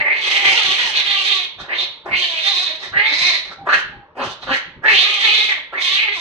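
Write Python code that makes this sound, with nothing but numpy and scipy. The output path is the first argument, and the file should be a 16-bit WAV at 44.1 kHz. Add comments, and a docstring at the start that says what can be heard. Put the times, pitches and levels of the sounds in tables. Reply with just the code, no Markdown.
"""Two cats fight on a tiled porch: long rasping screeches, short spits and a faint whine between spits.
Source and filter: uneven pulses and turbulence from the vocal folds ring throat, mouth and chest.
Four sinusoids add the clear lowest harmonics; a near-sine makes the whine.
Shaped noise gives the thuds of bodies, the rolling between them and the murmur of the yard.
The tiles return sparse echoes; two microphone ports differ in level and in treble arrival time."""
import sys
import numpy as np
from scipy import signal
from scipy.fft import rfft, irfft, next_fast_len
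from scipy.io import wavfile
from scipy.ndimage import uniform_filter1d, minimum_filter1d

SR = 44100
rng = np.random.default_rng(int(sys.argv[2]) if len(sys.argv) > 2 else 0)


def put_to_file(sound):
    """Save the sound as 16-bit audio at rate SR, in the file named by the first command-line argument."""
    columns = np.atleast_2d(sound).T  # one column per channel
    safe = np.clip(columns, -1, 1)
    whole_steps = np.round(safe * 32767)
    wavfile.write(sys.argv[1], SR, whole_steps.astype(np.int16))


N = 273723  # length [samples]


def gain_of(db):
    """Logarithmic level: decibels to an amplitude ratio."""
    return 10 ** (np.asarray(db) / 20)


def evened(x):
    """Normalization: scales the signal to rms 1."""
    return x / np.sqrt(np.mean(x ** 2) + 1e-20)


def read(points, hz):
    """Log-frequency interpolation: reads a spectrum table at the given frequencies."""
    f, value = np.transpose(points)
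    return np.interp(np.log(hz + 1), np.log(f + 1), value)


def curves(tables, fade_s):
    """Linear interpolation: every column at every sample, and a gate open while a table lasts."""
    t = np.arange(N) / SR
    s, *columns = np.transpose(np.vstack(tables))
    gate = 0
    for table in tables:
        start, end = table[0][0], table[-1][0]
        gate = gate + np.interp(t, [start - fade_s, start, end, end + fade_s], [0, 1, 1, 0])
    return np.minimum(gate, 1), [np.interp(t, s, column) for column in columns]


def wander(size):
    """Low-passed chance: slow noise at rms 1, smooth over about size samples."""
    once = uniform_filter1d(rng.standard_normal(N), size)
    return evened(uniform_filter1d(once, size))


def resonate(x, hz, width_hz):
    """Heterodyned resonance: shifts down, smooths with three equal poles, shifts back; rms 1."""
    turn = np.exp(2j * np.pi * np.cumsum(hz * np.ones(N)) / SR)
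    pole = np.exp(-np.pi * width_hz / SR)
    smoothed = signal.lfilter([1], np.poly([pole, pole, pole]), x / turn)
    return evened((turn * smoothed).real)


def band(x, lo_hz, hi_hz, order):
    """Butterworth band-pass filtering, at rms 1."""
    sections = signal.butter(order, [lo_hz, hi_hz], "band", fs=SR, output="sos")
    return evened(signal.sosfilt(sections, x))


def coloured(x, points):
    """Spectral shaping: multiplies the spectrum by a table in dB, then scales to rms 1."""
    size = next_fast_len(N)
    gain = gain_of(read(points, np.fft.rfftfreq(size, 1 / SR)))
    return evened(irfft(rfft(x, size) * gain, size)[..., :N])


def folds(pitch_hz, jitter, shimmer_db, rough):
    """Glottal excitation: closures uneven in time and strength, each followed by a turbulent puff."""
    turns = np.cumsum(pitch_hz) / SR
    at = np.flatnonzero(np.diff(np.floor(turns)))
    late, strength = rng.standard_normal((3000, 2))[:len(at)].T
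    # jitter is a share of the period
    at = np.clip(at + jitter * late * SR / pitch_hz[at], 0, N - 1).astype(int)
    pulses = np.bincount(at, gain_of(shimmer_db * strength), N)
    flow = evened(signal.lfilter([1], [1, -np.exp(-1 / (0.0003 * SR))], pulses))  # dies in 0.3 ms
    puffs = evened((2.9 + flow) * rng.standard_normal(N))  # steady breath plus the puffs
    drive = np.sqrt(1 - rough) * evened(pulses - pulses.mean()) + np.sqrt(rough) * puffs
    return drive, puffs


# long screams, a table each: (time [s], effort [dB], throat resonance [Hz], mouth resonance [Hz],
# mouth opening as its share of the effort [dB], teeth hiss over the effort [dB])
SCREAMS = [
    [(0.0, -8, 2080, 2720, -17.5, -42), (0.034, -22.5, 2030, 2690, -21.5, -49),
     (0.074, -19, 2110, 2700, -23.5, -44), (0.096, -24.5, 2090, 2750, -14.5, -45),
     (0.11, -12, 2120, 2740, -22.5, -55), (0.118, -27, 2080, 2710, -12, -40),
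     (0.126, -15, 2070, 2750, -14, -49), (0.134, -23, 2100, 2720, -11.5, -33),
     (0.19, -24, 2150, 2920, -3.5, -22)],
    [(0.2, -29, 2060, 3100, -3, -20), (0.22, -20, 2100, 3210, -1.5, -16),
     (0.294, -20, 2100, 3310, -2.5, -14), (0.368, -17.5, 2100, 2950, -3.5, -16),
     (0.43, -18, 2120, 3170, -5.5, -16.5), (0.446, -12.5, 2120, 3240, -6.5, -20.5),
     (0.532, -18, 2230, 3050, -5.5, -11.5), (0.56, -14.5, 1965, 3030, 0, -15.5),
     (0.6, -15, 2140, 3200, -3, -14)],
    [(0.61, -22, 1960, 3110, 3.5, -20), (0.632, -15.5, 1790, 3070, -1, -11.5),
     (0.668, -17, 1880, 3560, -0.5, -15), (0.734, -17.5, 2120, 3010, -1, -15),
     (0.768, -20.5, 2135, 3240, -2.5, -14), (0.802, -18.5, 1854, 3110, -1.5, -15),
     (0.828, -16, 1980, 3030, -1, -16.5), (0.892, -28, 1706, 3210, -1.5, -8),
     (0.92, -24, 1910, 3260, -1, -14)],
    [(1.05, -24, 2165, 3260, -2, -16), (1.138, -14, 2110, 3450, -1, -24),
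     (1.204, -19.5, 2224, 2830, 0, -17), (1.27, -18.5, 2160, 3550, -1, -15.5),
     (1.306, -15, 2255, 3350, -1.5, -23), (1.348, -20, 2340, 3740, 0, -15),
     (1.382, -20.5, 2240, 3700, -1, -19.5), (1.46, -28, 2360, 3320, -1.5, -20)],
    [(2.05, -47, 997, 3730, -17.5, -39), (2.062, -27, 990, 3150, -34, -61),
     (2.07, -29.5, 1018, 2720, -33, -36), (2.102, -36.5, 2190, 2780, -36.5, -40),
     (2.112, -18.5, 2040, 2760, -19, -55), (2.134, -12, 2150, 2750, -14, -51),
     (2.168, -18.5, 2145, 2890, 3, -17.5), (2.208, -20.5, 2185, 3040, 0, -15),
     (2.24, -18.5, 1780, 3090, 4, -21)],
    [(2.25, -23.5, 1794, 3340, 0.5, -15), (2.294, -21.5, 2150, 3490, 0, -20),
     (2.366, -22, 2300, 2940, -1.5, -20), (2.418, -20.5, 2230, 3700, -0.5, -20),
     (2.466, -16.5, 1890, 3570, -1, -16), (2.506, -19, 2220, 3690, 0, -19.5),
     (2.638, -20.5, 1970, 3920, 0.5, -16), (2.704, -19, 1895, 3700, 0, -33),
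     (2.76, -32, 1880, 3810, -1.5, -15)],
    [(2.93, -28.5, 1490, 2740, -14, -28), (2.954, -21, 1773, 2710, -22, -42),
     (2.978, -10, 1907, 2800, -14, -51), (3.03, -19, 2150, 2920, -8.5, -36),
     (3.082, -15.5, 2150, 3830, -4, -33.5), (3.172, -17, 2115, 4130, -1, -17),
     (3.22, -12.5, 2220, 3980, -2, -17), (3.36, -18, 2034, 3920, -1, -22), (3.42, -37, 2140, 3810, -2, -15)],
    [(4.83, -41, 1650, 2830, -21, -45), (4.838, -21, 1650, 2800, -37, -63),
     (4.862, -12, 1810, 2830, -16, -36), (4.936, -13, 2180, 2830, -2, -18.5),
     (4.986, -14.5, 2290, 3300, 1, -24), (5.018, -18, 2190, 3600, 0.5, -15),
     (5.03, -15.5, 2210, 3560, -1.5, -22.5), (5.098, -21.5, 2190, 3130, -2.5, -18.5),
     (5.2, -19.5, 2240, 3330, -2.5, -18.5)],
    [(5.21, -18.5, 2094, 3290, -2.5, -14), (5.242, -14, 2010, 3420, -2, -22),
     (5.29, -15, 2360, 3080, -1.5, -21.5), (5.394, -15, 2190, 3720, -1.5, -21.5),
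     (5.452, -20, 2240, 3490, -2, -17), (5.516, -19, 2084, 3200, -9, -23),
     (5.62, -44.5, 1995, 3580, -6, -23)],
    [(5.71, -57, 1186, 3270, -9.5, -28), (5.73, -27, 1350, 2950, -19.5, -55),
     (5.752, -25, 1810, 2880, -18.5, -34), (5.784, -20, 2130, 3310, -15.5, -32),
     (5.804, -20, 2100, 3430, -6, -15), (5.82, -19.5, 2130, 3450, -0.5, -15)],
    [(5.83, -20, 2184, 3540, -1, -13), (5.872, -16.5, 2120, 3380, -1, -17),
     (5.948, -19.5, 2120, 3550, -0.5, -18.5), (6.002, -15, 2320, 2900, -6, -28),
     (6.068, -26.5, 2130, 2970, -6, -28), (6.078, -16.5, 2090, 2980, -15, -36),
     (6.102, -23.5, 2070, 3100, -4.5, -34), (6.164, -27.5, 2210, 3670, -2.5, -13),
     (6.2, -25.5, 1710, 3500, 0, -10)],
]
# short spits, a table each, the same columns
SPITS = [
    [(0.93, -22.5, 2200, 3190, -1.2, -21), (0.972, -12.5, 2270, 3500, -0.46, -20),
     (1.04, -30, 2175, 3860, -3.3, -14)],
    [(1.575, -59, 1470, 3540, 4, -26), (1.585, -33.5, 1460, 3550, -9.5, -24),
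     (1.607, -28, 1490, 3570, -4, -16), (1.639, -37, 1550, 3580, -6, -19),
     (1.66, -37, 1404, 3630, -8.5, -22)],
    [(1.69, -28, 1850, 2870, -13, -32), (1.698, -24.5, 1900, 2850, -16, -35),
     (1.714, -20, 2080, 2820, -14.5, -44), (1.774, -21, 2115, 3500, 0.5, -26),
     (1.824, -20, 2183, 3660, 1, -23), (1.9, -44, 2170, 3630, -3, -29)],
    [(2.8, -28.5, 2170, 4010, 1, -19), (2.84, -28.5, 1880, 3710, -4, -13),
     (2.87, -29, 1720, 3720, -2, -17.5), (2.9, -38, 1710, 3860, -1.5, -13)],
    [(3.45, -29.5, 2040, 3920, -7, -15), (3.478, -38, 1940, 3860, -2, -15),
     (3.5, -37.5, 1430, 3860, -5, -22), (3.53, -31.5, 1395, 3940, -9, -17)],
    [(3.65, -44, 1194, 2720, -17.5, -44), (3.664, -27.5, 1256, 2700, -34.5, -58.5),
     (3.672, -19, 1300, 2750, -42.5, -37), (3.69, -12.5, 1400, 2720, -16.5, -34),
     (3.742, -13, 1655, 2730, -10, -25), (3.81, -32, 1650, 3120, -7, -12)],
    [(4.15, -64, 1063, 2830, -10, -24), (4.168, -42.5, 1097, 2780, -14.5, -55),
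     (4.198, -21, 1180, 2810, -10, -32), (4.234, -15, 1210, 2950, -10, -19),
     (4.272, -30, 1200, 3140, -3, -10), (4.33, -38, 1150, 3560, 1.5, -6)],
    [(4.41, -49, 1470, 3650, -2.5, -3), (4.42, -32.5, 1410, 3630, 1.5, -21),
     (4.432, -29, 1434, 3730, -5.5, -19), (4.46, -38, 1430, 3860, -0.5, -15)],
    [(4.47, -25, 1360, 3100, -9, -28), (4.498, -11.5, 1360, 2940, -13.5, -30),
     (4.526, -15, 1590, 2820, -5, -26), (4.558, -21.5, 1970, 2960, -9, -14),
     (4.62, -45, 1870, 3210, -9, -19)],
]
# each cry in time order, before the mouth and effort act:
# (chest over the effort [dB], tightness of the throat [0-1])
COLOURS = [(-19, 0.6), (-14, 0.39), (-15.5, .1), (-16, .1), (-19, 0.2), (-10, 0.4), (-14, 0.3), (-15, 0.5),
           (-18.5, 0.06), (-11.5, 0.4), (-19, 0.53), (-11.5, 0.7), (-14.5, 0.62), (-3.5, 0.7), (-10, .2),
           (-14.5, .6), (-17, 0.24), (-17.5, 0.37), (-17.5, 0.6), (-22, 0.33)]
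# share of turbulence in the excitation of each cry, in time order: one number each [0-1]
ROUGH = [.5, .6, .55, .85, .2, .85, .85, .7, .25, .85, .45, .85, .85, .85, .85, .8, .35, .22, .7, .2]
# air through the teeth: (frequency [Hz], relative density [dB per Hz])
HISS = [(2710, -61.5), (4600, 1.5), (5170, -4), (6360, -4), (7190, -15.5), (8280, -15.5), (9030, -22),
        (14300, -37.5), (15500, -49.5)]
USUAL_DB, CHEST_LAG = -20.5, 0.41  # the chest follows only part of a change about the usual effort
CHEST_PER_DB = 0.3578  # a closing mouth sends more voice through the chest [dB per dB]
TIGHT_PER_DB = 0.03  # the throat rings narrower as the mouth closes [1 per dB]
GROWL_PER_DB = 0.1162  # the voice breaks into lumps as the mouth closes [dB per dB]


def rasp(pitch_hz):
    """Source-filter voice: uneven pulses ring throat, mouth and chest; hiss rides on the same effort."""
    cries = sorted(SCREAMS + SPITS)
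    gate, (effort_db, throat_hz, mouth_hz, mouth_db, hiss_db) = curves(cries, fade_s=0.011)
    later_starts = [round(cry[0][0] * SR) for cry in cries[1:]]
    which = np.searchsorted(later_starts, np.arange(N))
    chest_db, tight, rough = uniform_filter1d(np.c_[COLOURS, ROUGH][which].T, size=900)
    chest_db = chest_db - CHEST_LAG * (effort_db - USUAL_DB) - CHEST_PER_DB * mouth_db
    tight = np.clip(tight - TIGHT_PER_DB * mouth_db, 0, 1)
    drive, puffs = folds(pitch_hz, jitter=.015, shimmer_db=2.5, rough=rough)

    shaky = 1 + .015 * wander(size=900)  # jaw and tongue never hold still
    rest = np.sqrt(np.clip(1 - gain_of(2 * mouth_db), .05, 1))  # what the mouth leaves of the effort
    narrow = resonate(drive, throat_hz * shaky, width_hz=600)
    wide = resonate(drive, throat_hz, width_hz=1750)
    throat = rest * (tight * narrow + (1 - tight) * wide)

    mouth = .5 * resonate(drive, mouth_hz * shaky, width_hz=1000)
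    mouth = mouth + .45 * resonate(drive, mouth_hz, width_hz=2600)
    mouth = mouth - gain_of(-10.0) * resonate(drive, 4252, width_hz=1350)  # a fixed upper resonance
    voice = band(throat - gain_of(mouth_db) * mouth, 860, 8800, order=4)

    chest = gain_of(chest_db) * band(drive + puffs, 375, 1106, order=2)
    hiss = gain_of(hiss_db) * coloured(puffs, HISS)
    unsteady_db = 2.0 * wander(size=500)
    growl_db = GROWL_PER_DB * np.maximum(mouth_db, -20) * wander(size=200)
    return gate * gain_of(effort_db + unsteady_db + growl_db) * (voice + chest + hiss)


# stretches where the folds lock to a pitch, levels before the mix: (start [s], length [s],
# pitch at start [Hz], at middle [Hz], at end [Hz], second harmonic at middle [dB],
# first over second [dB], third over second [dB])
TONES = [(0, .11, 311, 287.3, 300.8, -45, -14, 7), (.12, 0.077, 400.7, 431, 433, -43.5, 4, -9),
         (.36, .16, 402, 399.7, 386.5, -36, -27, -6), (.53, 0.091, 429.6, 484.8, 399.8, -31.5, -9, 0),
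         (.62, .14, 395.4, 380.6, 394.4, -43, -6, 3.5), (.79, .12, 494.2, 481.9, 427.2, -39, -15, -10),
         (1.1, 0.15, 400.8, 396.9, 371.6, -46, -19, 7), (1.27, 0.16, 414.8, 384.1, 354.1, -45.5, -7, 4.5),
         (2.12, .13, 358, 361.9, 352.4, -50.5, 2, 8), (2.25, 0.2, 342.4, 328.3, 319.4, -39.5, -16, -8.5),
         (2.45, 0.067, 388.7, 405.9, 393.4, -38, -15, -2.5), (2.53, .13, 356.8, 360, 363, -46.5, -4.5, 7.5),
         (2.68, 0.062, 318.4, 318.9, 314.9, -39, -11, -2), (2.97, .12, 400.7, 431.9, 451.6, -33, -8, -7),
         (3.1, .09, 291.4, 301.5, 340.2, -47, -1, 1.5), (3.19, 0.18, 346.9, 360.8, 315.5, -43.5, -12.5, 5),
         (4.17, .08, 250, 262.3, 245, -38.5, 1.5, -5), (4.485, .07, 261.6, 270.4, 259.8, -31.5, -2.5, -2),
         (4.86, 0.097, 435.7, 426.5, 379.2, -34.5, -1, -0.5),
         (4.99, 0.073, 365, 368.4, 411.4, -47, -10, 12), (5.06, .16, 412.6, 412.9, 396.6, -44.5, -1.5, 8),
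         (5.23, .12, 441.6, 417.3, 430.6, -37, -3.5, 1.5), (5.36, .12, 419.1, 430, 426.9, -43.5, -4, 0.5),
         (5.49, .11, 419.7, 368.9, 289.4, -52, -10, -3), (5.8, 0.16, 363.8, 358.6, 391.8, -53.5, -8, 14),
         (6.03, .12, 451.3, 404, 416.7, -48, 5, 4), (6.15, .05, 401.2, 346.3, 324, -50, -5, 13.5)]
FOURTH_DB = -6.5  # fourth harmonic relative to the third
SWELL_DB, FLICKER_DB = 7, 4.5  # drop at both ends of a stretch; rms unsteadiness of each harmonic


def yowl():
    """Harmonic series: four clear sinusoids swell in each stretch and flicker; also returns the pitch."""
    rows = []
    for s, span, start_hz, middle_hz, end_hz, db, *over in TONES:
        rows.append([(s, start_hz, db - SWELL_DB, *over),
                     (s + .5 * span, middle_hz, db, *over),
                     (s + span, end_hz, db - SWELL_DB, *over)])
    gate, (hz, level_db, first_db, third_db) = curves(rows, fade_s=0.02)
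    hz = hz * (1 + .013 * wander(size=600))
    turns = np.cumsum(hz) / SR
    harmonics = 0
    for k, over_db in enumerate([first_db, 0, third_db, third_db + FOURTH_DB], start=1):
        level = gain_of(level_db + over_db + FLICKER_DB * wander(size=500))
        harmonics = harmonics + level * np.cos(2 * np.pi * k * turns)
    return np.sqrt(2) * gate * harmonics, hz


# bodies hitting the ground: (time [s], level [dB])
THUMPS = [(0, -41.5), (.48, -41.5), (.69, -41.5), (.85, -46.5), (.98, -48), (1.1, -51), (1.62, -43),
          (2.13, -39), (2.92, -43.5), (2.97, -43), (3.22, -42), (3.3, -47.5), (3.5, -47.5), (3.63, -41.5),
          (3.75, -42.5), (3.881, -40.5), (3.97, -41.5), (4.27, -36), (4.491, -36.5), (4.69, -46),
          (4.78, -42), (4.94, -38.5), (5.25, -51), (5.34, -52.5), (5.46, -51.5), (5.95, -49.5), (6.2, -49)]
# dull colour of the knocks: (frequency [Hz], relative density [dB per Hz])
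THUD = [(20, -14), (45, -1), (70, -4), (130, 0.5), (220, -5), (400, -8), (1000, -77)]
THUMP_RISE_DB_S, THUMP_FALL_DB_S = 219.5, 199  # slopes [dB per s]
SCUFFLE_DB = -60  # the rolling in between


def thumps():
    """Damped impact noise: dull, lumpy knocks of fur and bone rise and die at fixed dB slopes."""
    t, level_db = np.arange(N) / SR, SCUFFLE_DB
    for s, db in THUMPS:
        drop_db = np.maximum(THUMP_RISE_DB_S * (s - t), THUMP_FALL_DB_S * (t - s))
        level_db = np.maximum(level_db, db - drop_db)
    noise = rng.standard_normal(N) + .4 * rng.standard_normal((2, N))  # mostly shared by the ports
    lumpy = gain_of(1.6 * wander(size=600)) * noise
    return gain_of(level_db) * coloured(lumpy, THUD)


# outdoor murmur of air: (frequency [Hz], relative density [dB per Hz])
YARD = [(18, -39.5), (30, -11.5), (185, -20.5), (282, -4), (612, 5.5), (781, -27), (872, 7.5), (6000, -37),
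        (7800, -87.5), (13200, -120)]
YARD_DB = -52


def murmur():
    """Stationary coloured noise: the air of the yard, partly shared by the two ports."""
    noise = rng.standard_normal(N) + 0.46 * rng.standard_normal((2, N))
    return gain_of(YARD_DB) * coloured(noise, YARD)


# decay of the porch: (frequency [Hz], reverberation time T60 [s])
PORCH = [(200, 0.14), (600, 0.46), (1400, 0.43), (3700, 0.46), (8000, 0.21)]
# likeness of the echoes at the two ports: (frequency [Hz], left-right likeness [0-1])
ALIKE = [(100, 0.21), (700, 0.73), (1100, 0.88), (1500, 0.031), (2500, 0.0068)]
# the open side lets the bass escape: (frequency [Hz], relative echo level [dB])
KEPT = [(300, -8), (1100, -7), (1700, 0), (8000, 0)]


def porch(x, first_s, near_db, near_t60_s):
    """Reverberation: sparse random-sign echoes, a burst off near tiles and a tail dying band by band."""
    taps = np.zeros((2, SR))  # one second of echoes
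    at = np.arange(round(first_s * SR), SR - 20, 20)
    at = at + rng.integers(0, 20, (2, SR // 20))[:, :len(at)]  # one echo in every 20 samples
    signs = rng.choice([-1., 1.], (2, SR // 20))[:, :at.shape[1]]
    np.put_along_axis(taps, at, signs, 1)

    hz, t, z = signal.stft(taps, SR, nperseg=256)
    alike = np.clip(read(ALIKE, hz), 0, 1)[:, None]
    z[1] = alike * z[0] + np.sqrt(1 - alike ** 2) * z[1]
    tail_gain = gain_of(-60 * t / read(PORCH, hz)[:, None])
    near_gain = gain_of(near_db - 60 * t / near_t60_s)
    kept = gain_of(read(KEPT, hz))[:, None]
    echoes = signal.istft(z * (tail_gain + near_gain) * kept, SR, nperseg=256)[1]
    return signal.fftconvolve(x[None], echoes / np.linalg.norm(echoes[0]), axes=1)[:, :N]


# faint whine between the spits, levels before the mix:
# (start [s], length [s], pitch [Hz], level [dB])
WHINES = [(3.589, 0.059, 794, -37), (3.931, .03, 817, -42), (3.985, 0.057, 817, -44.5)]


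def whine():
    """Frequency and amplitude modulation: a thin, unsteady near-sine through a closed mouth."""
    rows = [[(s, hz, db), (s + span, hz, db)] for s, span, hz, db in WHINES]
    gate, (hz, level_db) = curves(rows, fade_s=0.011)
    hz = hz * (1 + .02 * wander(size=150))
    level = gain_of(level_db + 2.82 * wander(size=400))
    return gate * level * np.sin(2 * np.pi * np.cumsum(hz) / SR)


# balance of the two ports: (frequency [Hz], left minus right level [dB])
TILT = [(60, .5), (110, -.5), (200, -0.5), (380, 0.5), (700, 1.0), (1290, -0.5), (2380, -1.5), (4400, -5.0),
        (8120, -9.0), (15000, -8.0)]
PORT_DELAY_S, PORT_FROM_HZ = 0.00031, 1603  # the left port hears the treble later


def ports(x):
    """Interaural-style cues: level and arrival time differ between the ports by frequency."""
    size = next_fast_len(N + 4096)
    hz = np.fft.rfftfreq(size, 1 / SR)
    late_s = PORT_DELAY_S / (1 + (PORT_FROM_HZ / (hz + 1)) ** 8)  # almost none in the bass
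    half = gain_of(read(TILT, hz) / 2)
    left = half * np.exp(-2j * np.pi * hz * late_s)
    return irfft(rfft(x, size) * np.array([left, 1 / half]), size)[:, :N]


def scene():
    """Superposition: cats, their echoes, their bodies and the yard."""
    harmonics, pitch_hz = yowl()
    cats = rasp(pitch_hz) + gain_of(4.5) * (harmonics + whine())
    echoes = porch(cats, first_s=.002, near_db=8.5, near_t60_s=0.041)
    # some metres away the tiles are louder than the cats
    heard = gain_of(-6.) * cats + gain_of(-1.3) * echoes
    return ports(heard + thumps() + murmur())


EDGE_HZ = 15600  # upper band limit


def record(dry):
    """Peak limiting and band limiting: holds peaks at full scale, then low-passes."""
    room = np.minimum(1 / (abs(dry).max(0) + 1e-9), 1)
    held = dry * uniform_filter1d(minimum_filter1d(room, size=121), size=101)
    low_pass = signal.firwin(511, EDGE_HZ, window=("kaiser", 9), fs=SR)
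    return signal.oaconvolve(held, low_pass[None], "same")


dry = scene()
out = record(dry)
put_to_file(out)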